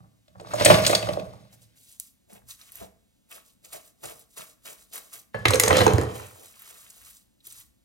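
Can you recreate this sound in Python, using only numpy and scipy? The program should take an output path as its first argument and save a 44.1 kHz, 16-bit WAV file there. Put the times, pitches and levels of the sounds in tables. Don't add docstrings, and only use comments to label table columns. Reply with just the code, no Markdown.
import sys
import numpy as np
from scipy import signal
from scipy.fft import rfft, irfft, next_fast_len
from scipy.io import wavfile
from scipy.ndimage import uniform_filter1d

SR = 44100
rng = np.random.default_rng(int(sys.argv[2]) if len(sys.argv) > 2 else 0)


def materialize(psi):
    bounded = np.clip(np.atleast_2d(psi).T, -1, 1)
    quanta = np.round(bounded * 32767).astype(np.int16)
    wavfile.write(sys.argv[1], SR, quanta)


N = 345952
T = np.arange(N) / SR
HZ = np.fft.rfftfreq(16384, 1 / SR) + 1e-3

# (f/Hz, relative level/dB)
FILM_COLOUR = [(59, -39), (100, 3), (185, -2), (271, -14.5), (471, -7.5), (558, -17), (634, -9), (949, -10),
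               (1280, -13.5), (1610, -8), (11400, -3), (16000, -5)]


def undb(db):
    return 10 ** (np.asarray(db) / 20)


def unit(x):
    return x / np.sqrt(np.mean(x ** 2))


def on_log(table, hz):
    f, v = np.transpose(table)
    return np.interp(np.log(hz), np.log(f), v)


def curve(table, count):
    s, *columns = np.transpose(table)
    return [undb(np.interp(T, s, c, left=-150, right=-150)) for c in columns[:count]]


def swell(s, length, db, rise, fall, sag=0.):
    t = T - s
    level = db - rise * np.maximum(-t, 0)
    level -= sag * np.clip(t, 0, length)
    level -= fall * np.maximum(t - length, 0)
    return undb(level)


def slope(lo_hz, hi_hz):
    return 1 / np.sqrt((1 + (lo_hz / HZ) ** 8) * (1 + (HZ / hi_hz) ** 8)) + 1e-5


def tilt(hz, octaves, rest=.5):
    return rest + np.exp(-.5 * (np.log2(HZ / hz) / octaves) ** 2)


def response(gain):
    c = irfft(np.log(gain))
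    half = len(c) // 2
    c[1:half] *= 2
    c[half + 1:] = 0
    h = irfft(np.exp(rfft(c)))[:half]
    return h / np.sqrt(np.sum(h ** 2))


def through(x, h):
    return signal.oaconvolve(x, h)[:len(x)]


def add(out, s, h, db):
    i = int(s * SR)
    h = h[:N - i]
    out[i:i + len(h)] += h * undb(db) / np.max(np.abs(h))


def burst(h, contact_s, tick, rise_s):
    t = T[:1500]
    contact = np.exp(-t / contact_s) * (1 - np.exp(-t / rise_s))
    touch = tick * np.exp(-t / 0.0003)
    return signal.oaconvolve(rng.standard_normal(len(t)) * (contact + touch), h)


def grit(size, gain, tints_hz, rate, spread_db, hiss, patchy_db, puff_s=0.0028, ripple_db=1.5):
    out = 0
    for hz in tints_hz:
        strength = undb(np.minimum(spread_db * rng.exponential(size=size), 15))
        hit = (rng.random(size) < rate / SR) * strength
        puff = unit(signal.lfilter([1], [1, -np.exp(-1 / SR / puff_s)], hit))
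        walk = np.repeat(rng.standard_normal(size // 900 + 1), 900)[:size]
        walk = uniform_filter1d(walk, size=900)
        places = np.arange(0, SR / 2, 130)
        uneven = np.interp(HZ, places, rng.standard_normal(len(places)))
        ripple = undb(ripple_db * uneven * (HZ > 700))
        tinted = gain * tilt(hz, 0.63, 0.19) * ripple
        weight = np.sqrt(np.sum(tinted ** 2))
        grains = (puff + hiss) * undb(patchy_db * walk) * rng.standard_normal(size)
        out = out + weight * through(grains, response(tinted)[:4096])
    return unit(out)


def hush():
    # (f/Hz, relative level/dB)
    quiet = [(18, -37.5), (30, -7.5), (103, -10.5), (199, -11.5), (233, -11), (400, -26.5), (600, -25.5),
             (1100, -32.5), (8730, -29.5), (16000, -34)]
    colour = undb(on_log(quiet, HZ))
    return unit(through(rng.standard_normal(N), response(colour))) * undb(-69.5)


def rattle(rocking, floor, modes, hollow, bands):
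    high, mid, low = bands
    start, end = int(rocking[0][0] * SR), int(rocking[-1][0] * SR)
    size = end - start
    ringing = modes.sum(axis=0)
    treble = grit(size, np.sqrt(floor + 0.15 * ringing) * high, (1800, 2600, 4000, 6000, 10200),
                  rate=260, spread_db=8.5, hiss=0.96, patchy_db=3, puff_s=0.0018, ripple_db=3.5)
    middle = grit(size, np.sqrt(floor + hollow * ringing) * mid, (450, 1000),
                  rate=70, spread_db=4.5, hiss=0.19, patchy_db=6, puff_s=0.0019, ripple_db=3.5)
    bass = grit(size, np.sqrt(floor + ringing) * low, (90,),
                rate=25, spread_db=4.5, hiss=1.2, patchy_db=2.5, puff_s=.008, ripple_db=1.5)
    out = np.zeros(N)
    trims_db = (-1.5, -4, -1.5)
    for x, level, db in zip((treble, middle, bass), curve(rocking, count=3), trims_db):
        out[start:end] += x * level[start:end] * undb(db)
    return out


def strikes(blows, rings, floor, modes, bands):
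    # (t/s, clack decay/s, knock decay/s)
    contact = [(0.3, 0.0038, 0.0045), (0.7, 0.0062, .006), (0.86, 0.004, .004), (1.2, 0.0034, 0.0035),
               (5.451, 0.0034, 0.0049), (5.6, 0.0027, .004), (5.86, 0.0019, 0.0026),
               (5.93, 0.00086, 0.0023)]
    # (t/s, f/Hz)
    hollow_note = [(0.3, 622), (1.3, 612), (5.34, 600), (5.46, 516), (5.64, 460), (5.7, 530), (5.77, 490),
                   (5.87, 440), (6.0, 423)]
    high, mid, low = bands
    times, *contacts = np.transpose(contact)
    mode_hz = np.array(rings)[:, 0]
    thud = response(np.sqrt(floor + modes.sum(axis=0)) * low)
    out = np.zeros(N)
    for s, clack_db, hz, knock_db in blows:
        near = 1 + undb(4) * np.exp(-.5 * (np.log2(mode_hz / hz) / .1) ** 2)
        scatter = undb(2 * 3.5 * rng.standard_normal(len(rings)))
        struck = np.sqrt(floor + near ** 2 * scatter @ modes)
        clack_s, knock_s = (np.interp(s, times, c) for c in contacts)
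        note_hz = np.interp(s, *np.transpose(hollow_note))
        clack = response(struck * high * tilt(hz, .55, .4))[:4096]
        knock = response(struck * mid * tilt(note_hz, .15, 0.67))
        add(out, s, burst(clack, clack_s, 0.14, clack_s * .4), clack_db)
        add(out, s, burst(knock, knock_s, 0.43, 0.0012), knock_db)
        add(out, s, burst(thud, 0.0074, 0.2, 0.0012), knock_db - 12.5)
    return out


def clatter(rocking, rings, broad, hollow, blows):
    floor = undb(2 * (on_log(broad, HZ) + 1))
    modes = np.array([undb(2 * db) / (1 + (2 * (HZ - hz) / width) ** 2) for hz, width, db in rings])
    bands = slope(1500, 20000), slope(270, 1500), slope(58, 270)
    return rattle(rocking, floor, modes, hollow, bands) + strikes(blows, rings, floor, modes, bands)


def rustle_blend():
    colour = undb(on_log(FILM_COLOUR, HZ))
    bright = grit(N, colour * slope(2400, 17000), (4090, 7030, 9000, 14300),
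                  rate=220, spread_db=1, hiss=1, patchy_db=2, puff_s=0.002)
    crinkle = grit(N, colour * slope(900, 3500) * tilt(1202, 0.15, 0.54), (1200, 2300),
                   rate=96, spread_db=2, hiss=1.3, patchy_db=2.5)
    body = grit(N, colour * slope(130, 820) * tilt(620, .12, 1), (560,),
                rate=160, spread_db=4, hiss=2.7, patchy_db=2.5)

    def blend(crinkle_db, body_db):
        return bright + undb(crinkle_db) * crinkle + undb(body_db) * body
    return blend


def soft_rustles(blend):
    # (t/s, length/s, rustle level/dB, crinkle against rustle/dB, body against rustle/dB)
    swells = [(1.528, 0.0085, -55.5, -13, -10.5), (1.618, 0.018, -59, -19, -20),
              (1.77, 0.11, -57.5, -32.5, -26), (1.895, 0.054, -55.5, -19, -30),
              (2.003, 0.069, -54, -25, -33), (2.304, 0.057, -56, -8, -3.5), (2.495, 0.02, -42, -15, -33),
              (2.598, 0.13, -56, -8.5, -21), (2.746, 0.065, -49.5, -8.5, -12), (2.815, 0.018, -56, -5, 4.5),
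              (3.313, 0.054, -47.5, -7.5, -12), (3.458, 0.038, -59, -34, -18),
              (3.65, 0.013, -50.5, -11.5, -13), (4.308, 0.029, -63, -23.5, -26),
              (7.454, 0.16, -48.5, -17.5, -30)]
    out = np.zeros(N)
    for s, length, db, crinkle_db, body_db in swells:
        out += swell(s, length, db, rise=900, fall=319) * blend(crinkle_db, body_db)
    return out


def snaps():
    # (t/s, peak level/dB, colour f/Hz)
    snapped = [(1.528, -44.5, 5230), (1.925, -36, 8500), (1.9994, -25, 9400), (2.299, -48.5, 1700),
               (2.333, -35, 10600), (2.507, -36, 4300), (2.614, -35, 4500), (2.72, -26.5, 11400),
               (2.7556, -25.5, 13100), (2.772, -33, 11740), (3.6477, -37, 6310), (3.7273, -41, 5750),
               (3.756, -39, 12000), (4.038, -35.5, 5530), (4.0556, -26.5, 8200), (4.098, -37, 11000),
               (4.116, -42, 9000), (4.194, -37, 10960), (4.3798, -27, 8650), (4.662, -42, 4160),
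               (4.932, -31.5, 12000), (4.9563, -24, 12100), (5.137, -28.5, 9460), (6.268, -38, 8100),
               (6.439, -50, 9000), (6.4577, -37, 9000), (6.523, -41, 13000), (6.594, -34, 12130),
               (6.62, -33.5, 13170), (6.677, -35, 1150), (6.6904, -36, 9570), (6.7068, -37.5, 9230),
               (6.779, -43, 9000), (6.799, -44.5, 10000), (6.813, -41, 8500), (6.84, -50, 7000),
               (6.901, -34, 9940), (6.904, -36, 6950), (6.93, -45.5, 12000), (7.4048, -53.5, 3600),
               (7.4694, -27.5, 11700), (7.5242, -29.5, 9700), (7.5996, -34, 12060)]
    colour = undb(on_log(FILM_COLOUR, HZ))
    out = np.zeros(N)
    for s, db, hz in snapped:
        ripple = np.interp(HZ, np.linspace(0, SR / 2, 40), rng.standard_normal(40))
        gain = colour * slope(1000, 25000) * tilt(hz, 0.28, 0.14) * undb(4 * ripple)
        add(out, s, burst(response(gain)[:1000], 0.0046, 2, 0.00051), db)
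    return out


def crack():
    # (t/s, peak level/dB)
    click = (1.9993, -10.5)
    # (delay/s, level against the crack/dB)
    echoes = [(.0007, -11), (.0013, -7.5), (.0026, -13), (.0085, -22)]
    out = np.zeros(N)
    h = response(slope(2100, 25000) * tilt(10500, 0.66, 0.13))[:200]
    for later, db in [(0, 0)] + echoes:
        add(out, click[0] + later, h, click[1] + db)
    return out


def bumps():
    # (t/s, peak level/dB, f/Hz)
    bumped = [(2.324, -47.5, 205), (2.416, -58.5, 109.6), (2.822, -41, 190), (3.745, -55.5, 149),
              (4.04, -44.5, 129), (4.384, -51.5, 160), (7.47, -57.5, 399)]
    out = np.zeros(N)
    for s, db, hz in bumped:
        h = response(slope(hz / 2, 1900) * tilt(hz, 0.26, .08))
        add(out, s, burst(h, 0.0043, 0.18, 0.0023), db)
    return out


def rumble():
    # (t/s, length/s, level/dB)
    leans = [(2.385, .08, -60.5), (2.829, .02, -59), (4.052, 0.0202, -66), (6.847, .05, -75),
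             (7.022, .06, -69), (7.509, .17, -67.5)]
    noise = unit(through(rng.standard_normal(N), response(slope(41, 120))))
    return noise * sum(swell(*row, rise=158, fall=174) for row in leans)


def cuts(blend):
    # (t/s, cut length/s, rustle level/dB, wait until reopening/s,
    #  reopening, crinkle and body against rustle/dB)
    snips = [(3.73, 0.034, -41.5, 0.13, -13.5, -5.5, -8.5), (4.037, 0.081, -41.5, 0.16, -13.5, -6, -6),
             (4.373, 0.057, -42.5, 0.12, -13.5, -6, -10), (4.657, 0.075, -43, 0.15, -11.5, -6, -11),
             (4.937, 0.05, -38.5, 0.12, -16.5, -7.5, -11), (5.133, 0.014, -42, 0.049, -10.5, -6, -14)]
    rise, sag, fall = 2202, 60, 448
    thin_db = -9
    out = np.zeros(N)
    for s, length, db, wait, open_db, crinkle_db, body_db in snips:
        bite = swell(s, length, db, rise, fall, sag)
        slide = swell(s, 0, db - 11, rise=448, fall=rise)
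        slide += (T > s) * swell(s + wait, 0.0187, db + open_db, rise=182, fall=356.5)
        out += bite * blend(crinkle_db, body_db)
        out += slide * blend(crinkle_db + thin_db, body_db + thin_db)
    return out


def blade():
    # (t/s, peak level/dB)
    landings = [(5.344, -30.5), (5.368, -35)]
    # (f/Hz, relative level/dB, 60 dB decay time/s)
    steel = [(1535, -7, .1), (1700, -1.5, 0.14), (1717, -0.5, 0.3), (2740, -20.5, 0.2), (4360, -10.5, .06)]
    out, t = np.zeros(N), T[:SR // 2]
    ring = sum(undb(db - 60 * t / t60) * np.sin(2 * np.pi * hz * t) for hz, db, t60 in steel)
    for s, peak_db in landings:
        add(out, s, ring, peak_db)
    return out


def stretch(blend):
    # (t/s, rustle level/dB, crinkle against rustle/dB, body against rustle/dB)
    drawn = [(6.09, -64, -13, 13), (6.16, -46, -8, 1), (6.31, -55, -23, -12), (6.45, -50.5, -11, -10),
             (6.54, -55.5, -11, -25), (6.67, -50, -6, -16), (6.93, -55, -12.5, -21.5),
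             (7.08, -50, -13.5, -25), (7.19, -55, -23, -32), (7.28, -82.5, -9.5, -16)]
    s, _, crinkle_db, body_db = np.transpose(drawn)
    return curve(drawn, count=1)[0] * blend(np.interp(T, s, crinkle_db), np.interp(T, s, body_db))


def film():
    blend = rustle_blend()
    return soft_rustles(blend) + snaps() + cuts(blend) + stretch(blend)


def ports(x, lead, balance):
    size = next_fast_len(N)
    hz = np.fft.rfftfreq(size, 1 / SR) + 1e-3
    phase = np.clip(on_log(lead, hz), -2.4, 2.4)
    half = undb(on_log(balance, hz) / 2) * np.exp(.5j * phase)
    pair = np.array([half, 1 / half])
    pair = pair / np.abs(pair.mean(axis=0))
    return irfft(rfft(x, size) * pair, size)[:, :N]


def room(x):
    t60_s, treble_t60_s = 0.45, 0.34
    t = T[:SR // 2]
    noise = rng.standard_normal((2, len(t)))
    highpass = signal.butter(2, 378, "high", fs=SR, output="sos")
    apart = signal.sosfilt(highpass, noise[1] - noise[0])
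    noise = np.array([noise[0], noise[0] + apart]) * (1 - np.exp(-t / 0.0024))
    low = signal.sosfilt(signal.butter(2, 2500, fs=SR, output="sos"), noise)
    h = low * undb(-60 * t / t60_s) + (noise - low) * undb(-3 - 60 * t / treble_t60_s)
    return np.array([through(x, k / np.sqrt(np.sum(k ** 2))) for k in h]) * undb(-4)


def nearby(x):
    h = rng.standard_normal(2000) * np.exp(-T[:2000] / .008)
    band = signal.butter(2, (700, 5000), "band", fs=SR, output="sos")
    h = signal.sosfilt(band, h / np.sqrt(np.sum(h ** 2)))
    return through(x, h) * undb(-6) * np.array([[1], [-1]])


def scene():
    # (t/s, clack peak level/dB, clack colour f/Hz, knock peak level/dB)
    blow_rows = [(0.2798, -51.5, 3697, -54.5), (0.3971, -41.5, 3420, -35), (0.408, -45.5, 8080, -44.5),
                 (0.486, -44.5, 2991, -50), (0.5134, -36.5, 2555, -37.5), (0.5348, -26.5, 7200, -17.5),
                 (0.597, -20, 2979, -19), (0.6083, -20, 2478, -12), (0.6479, -1.5, 8044, -15.5),
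                 (0.6575, -3.5, 2367, -4.5), (0.701, -5, 2711, 0), (0.7117, -12, 2605, -8.5),
                 (0.7394, -12, 2247, -26), (0.783, -22.5, 2694, -20), (0.833, -25, 4710, -22.5),
                 (0.848, -14, 3377, -30.5), (0.8646, -2, 4912, -21), (0.875, -11.5, 8070, -25),
                 (0.8944, -19.5, 2610, -12), (0.9282, -17, 2770, -22), (0.949, -4.5, 4840, -25.5),
                 (1.0256, -22, 2630, -21.5), (1.0882, -26.5, 2630, -18), (1.1325, -30, 4280, -37),
                 (1.196, -33, 3040, -34.5), (5.3446, -34, 2860, -20.5), (5.454, -3.5, 2980, -7),
                 (5.4818, -10.5, 5450, -37.5), (5.5053, -13, 8560, -14), (5.534, -10.5, 4150, -11),
                 (5.542, -13.5, 8260, -11), (5.555, -11, 7460, -17.5), (5.5976, 3.5, 9700, -22.5),
                 (5.635, -4.5, 6110, -12.5), (5.661, -16, 6140, -24.5), (5.676, -15, 2500, -9.5),
                 (5.6801, -6.5, 7990, -20.5), (5.7061, -13, 2320, -7), (5.7281, -14.5, 3704, -6.5),
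                 (5.753, -17, 2008, -17), (5.7677, -10, 7530, -12.5), (5.782, -13.5, 4800, -15.5),
                 (5.7887, -12.5, 3900, -12.5), (5.806, -10, 1916, -11), (5.8141, -11.5, 4100, -9),
                 (5.847, -33.5, 9700, -32), (5.8653, -9, 6650, -4), (5.8787, -16, 2764, -16.5),
                 (5.935, -17.5, 6900, -20.5), (5.9826, -19, 6960, -10.5), (6.0131, -22, 6890, -20.5),
                 (6.0343, -31, 7200, -25), (6.067, -44, 7000, -30)]
    # (t/s, treble, middle and bass level/dB before band trims)
    rockings = [
        [(0.0, -78.5, -51.5, -51.5), (0.216, -83.5, -89.5, -83), (0.396, -69, -46.5, -43),
         (0.554, -40, -38.5, -44), (0.718, -20.5, -14, -20.5), (0.792, -31, -30, -30), (0.88, -32, -30.5, -34),
         (0.914, -28, -19, -34.5), (1.016, -47, -45.5, -50.5), (1.06, -40, -28.5, -35), (1.222, -57, -44, -45),
         (1.644, -72.5, -74, -66), (1.9, -71, -89.5, -72)],
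        [(5.33, -72, -73.5, -75), (5.35, -48, -36, -27), (5.436, -57.5, -66, -31.5), (5.466, -38.5, -34, -28),
         (5.55, -37, -37, -27.5), (5.59, -42, -32.5, -33), (5.628, -36, -28.5, -35), (5.69, -34.5, -28, -32),
         (5.758, -25, -25, -26), (5.872, -33, -23, -25), (5.93, -39.5, -32, -27), (6.06, -47, -43, -31.5),
         (6.2, -50, -43, -40), (6.382, -63.5, -58, -69), (6.6, -68, -79, -71)],
    ]
    # (f/Hz, width/Hz, relative level/dB)
    ring_sets = [
        [(112, 3.5, -2), (185, 43, -16), (603, 12, -5), (626.8, 35, 1), (753, 90, -15), (1090, 90, -14.5),
         (1810, 32, -24), (2620, 200, -21), (3308, 49, -24), (4280, 250, -23), (4550, 93, -20.5),
         (6860, 320, -22.5), (8130, 300, -21), (9060, 440, -18.5)],
        [(90, 16, 6), (351, 17, -4), (425, 37, -4), (506, 64, -5), (740, 150, -6.5), (1230, 240, -6),
         (2030, 350, -7), (2660, 88, -20.5), (4030, 160, -10), (5600, 130, -29), (6300, 190, -15.5),
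         (6700, 390, -23), (8430, 550, -21), (10430, 300, -22.5), (11470, 310, -16.5)],
    ]
    # (f/Hz, relative level/dB)
    broads = [
        [(29, -58), (50, -24), (175, -10), (252, -18.5), (558, -9.5), (615, -18), (1540, -18), (8130, -27),
         (16000, -31)],
        [(29, -38.5), (50, -23.5), (87, 10.5), (298, -5.5), (507, -2), (949, -12.5), (1180, -9.5),
         (8330, -22.5), (16000, -29)],
    ]
    hollows = (0.34, .2)
    # (f/Hz, left lead/rad before limiting)
    leads = [
        [(30, 2.5), (300, 0.5), (520, 1), (1200, 2.5), (2400, 1.14), (5000, 2), (6500, 1.2), (20000, 0)],
        [(30, -0.5), (520, 1), (860, 2.5), (1700, 0.6), (2800, 2.0), (4300, 0.5), (6500, 0.4), (20000, 3.5)],
        [(30, 1), (500, 2.5), (1500, 1.4), (4000, 1.93), (6500, -2), (20000, -2)],
    ]
    # (f/Hz, left minus right level/dB)
    balances = [
        [(30, 1), (350, -13), (700, -0.5), (2400, 2), (20000, -2.5)],
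        [(30, -8), (150, -9.5), (300, -9.5), (600, -8.5), (1500, -1), (20000, 0.8)],
        [(30, -0.3), (1000, -0.36), (20000, -0.3)],
    ]
    blows = np.array(blow_rows)
    early = blows[:, 0] < 3
    blow_sets = (blows[early], blows[~early])
    clatters = zip(rockings, ring_sets, broads, hollows, blow_sets)
    quiet_bed = hush()
    first, second = (clatter(*parts) for parts in clatters)
    soft = quiet_bed + film() + crack() + bumps() + rumble()
    second = second + blade()
    direct = sum(ports(*parts) for parts in zip((first, second, soft), leads, balances))
    far = first + second + soft * undb(-4)
    return direct + room(far) + nearby(far)


def record(dry):
    mid, side = (dry[0] + dry[1]) / 2, (dry[0] - dry[1]) / 2
    low = signal.sosfiltfilt(signal.butter(4, 6300, fs=SR, output="sos"), side)
    side = low + .2 * (side - low)
    rounded = np.tanh(np.array([mid + side, mid - side]) * 0.71) / 0.91
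    top_cut = signal.ellip(10, .2, 70, 15900, fs=SR, output="sos")
    return signal.sosfilt(top_cut, rounded)


dry = scene()
out = record(dry)
materialize(out)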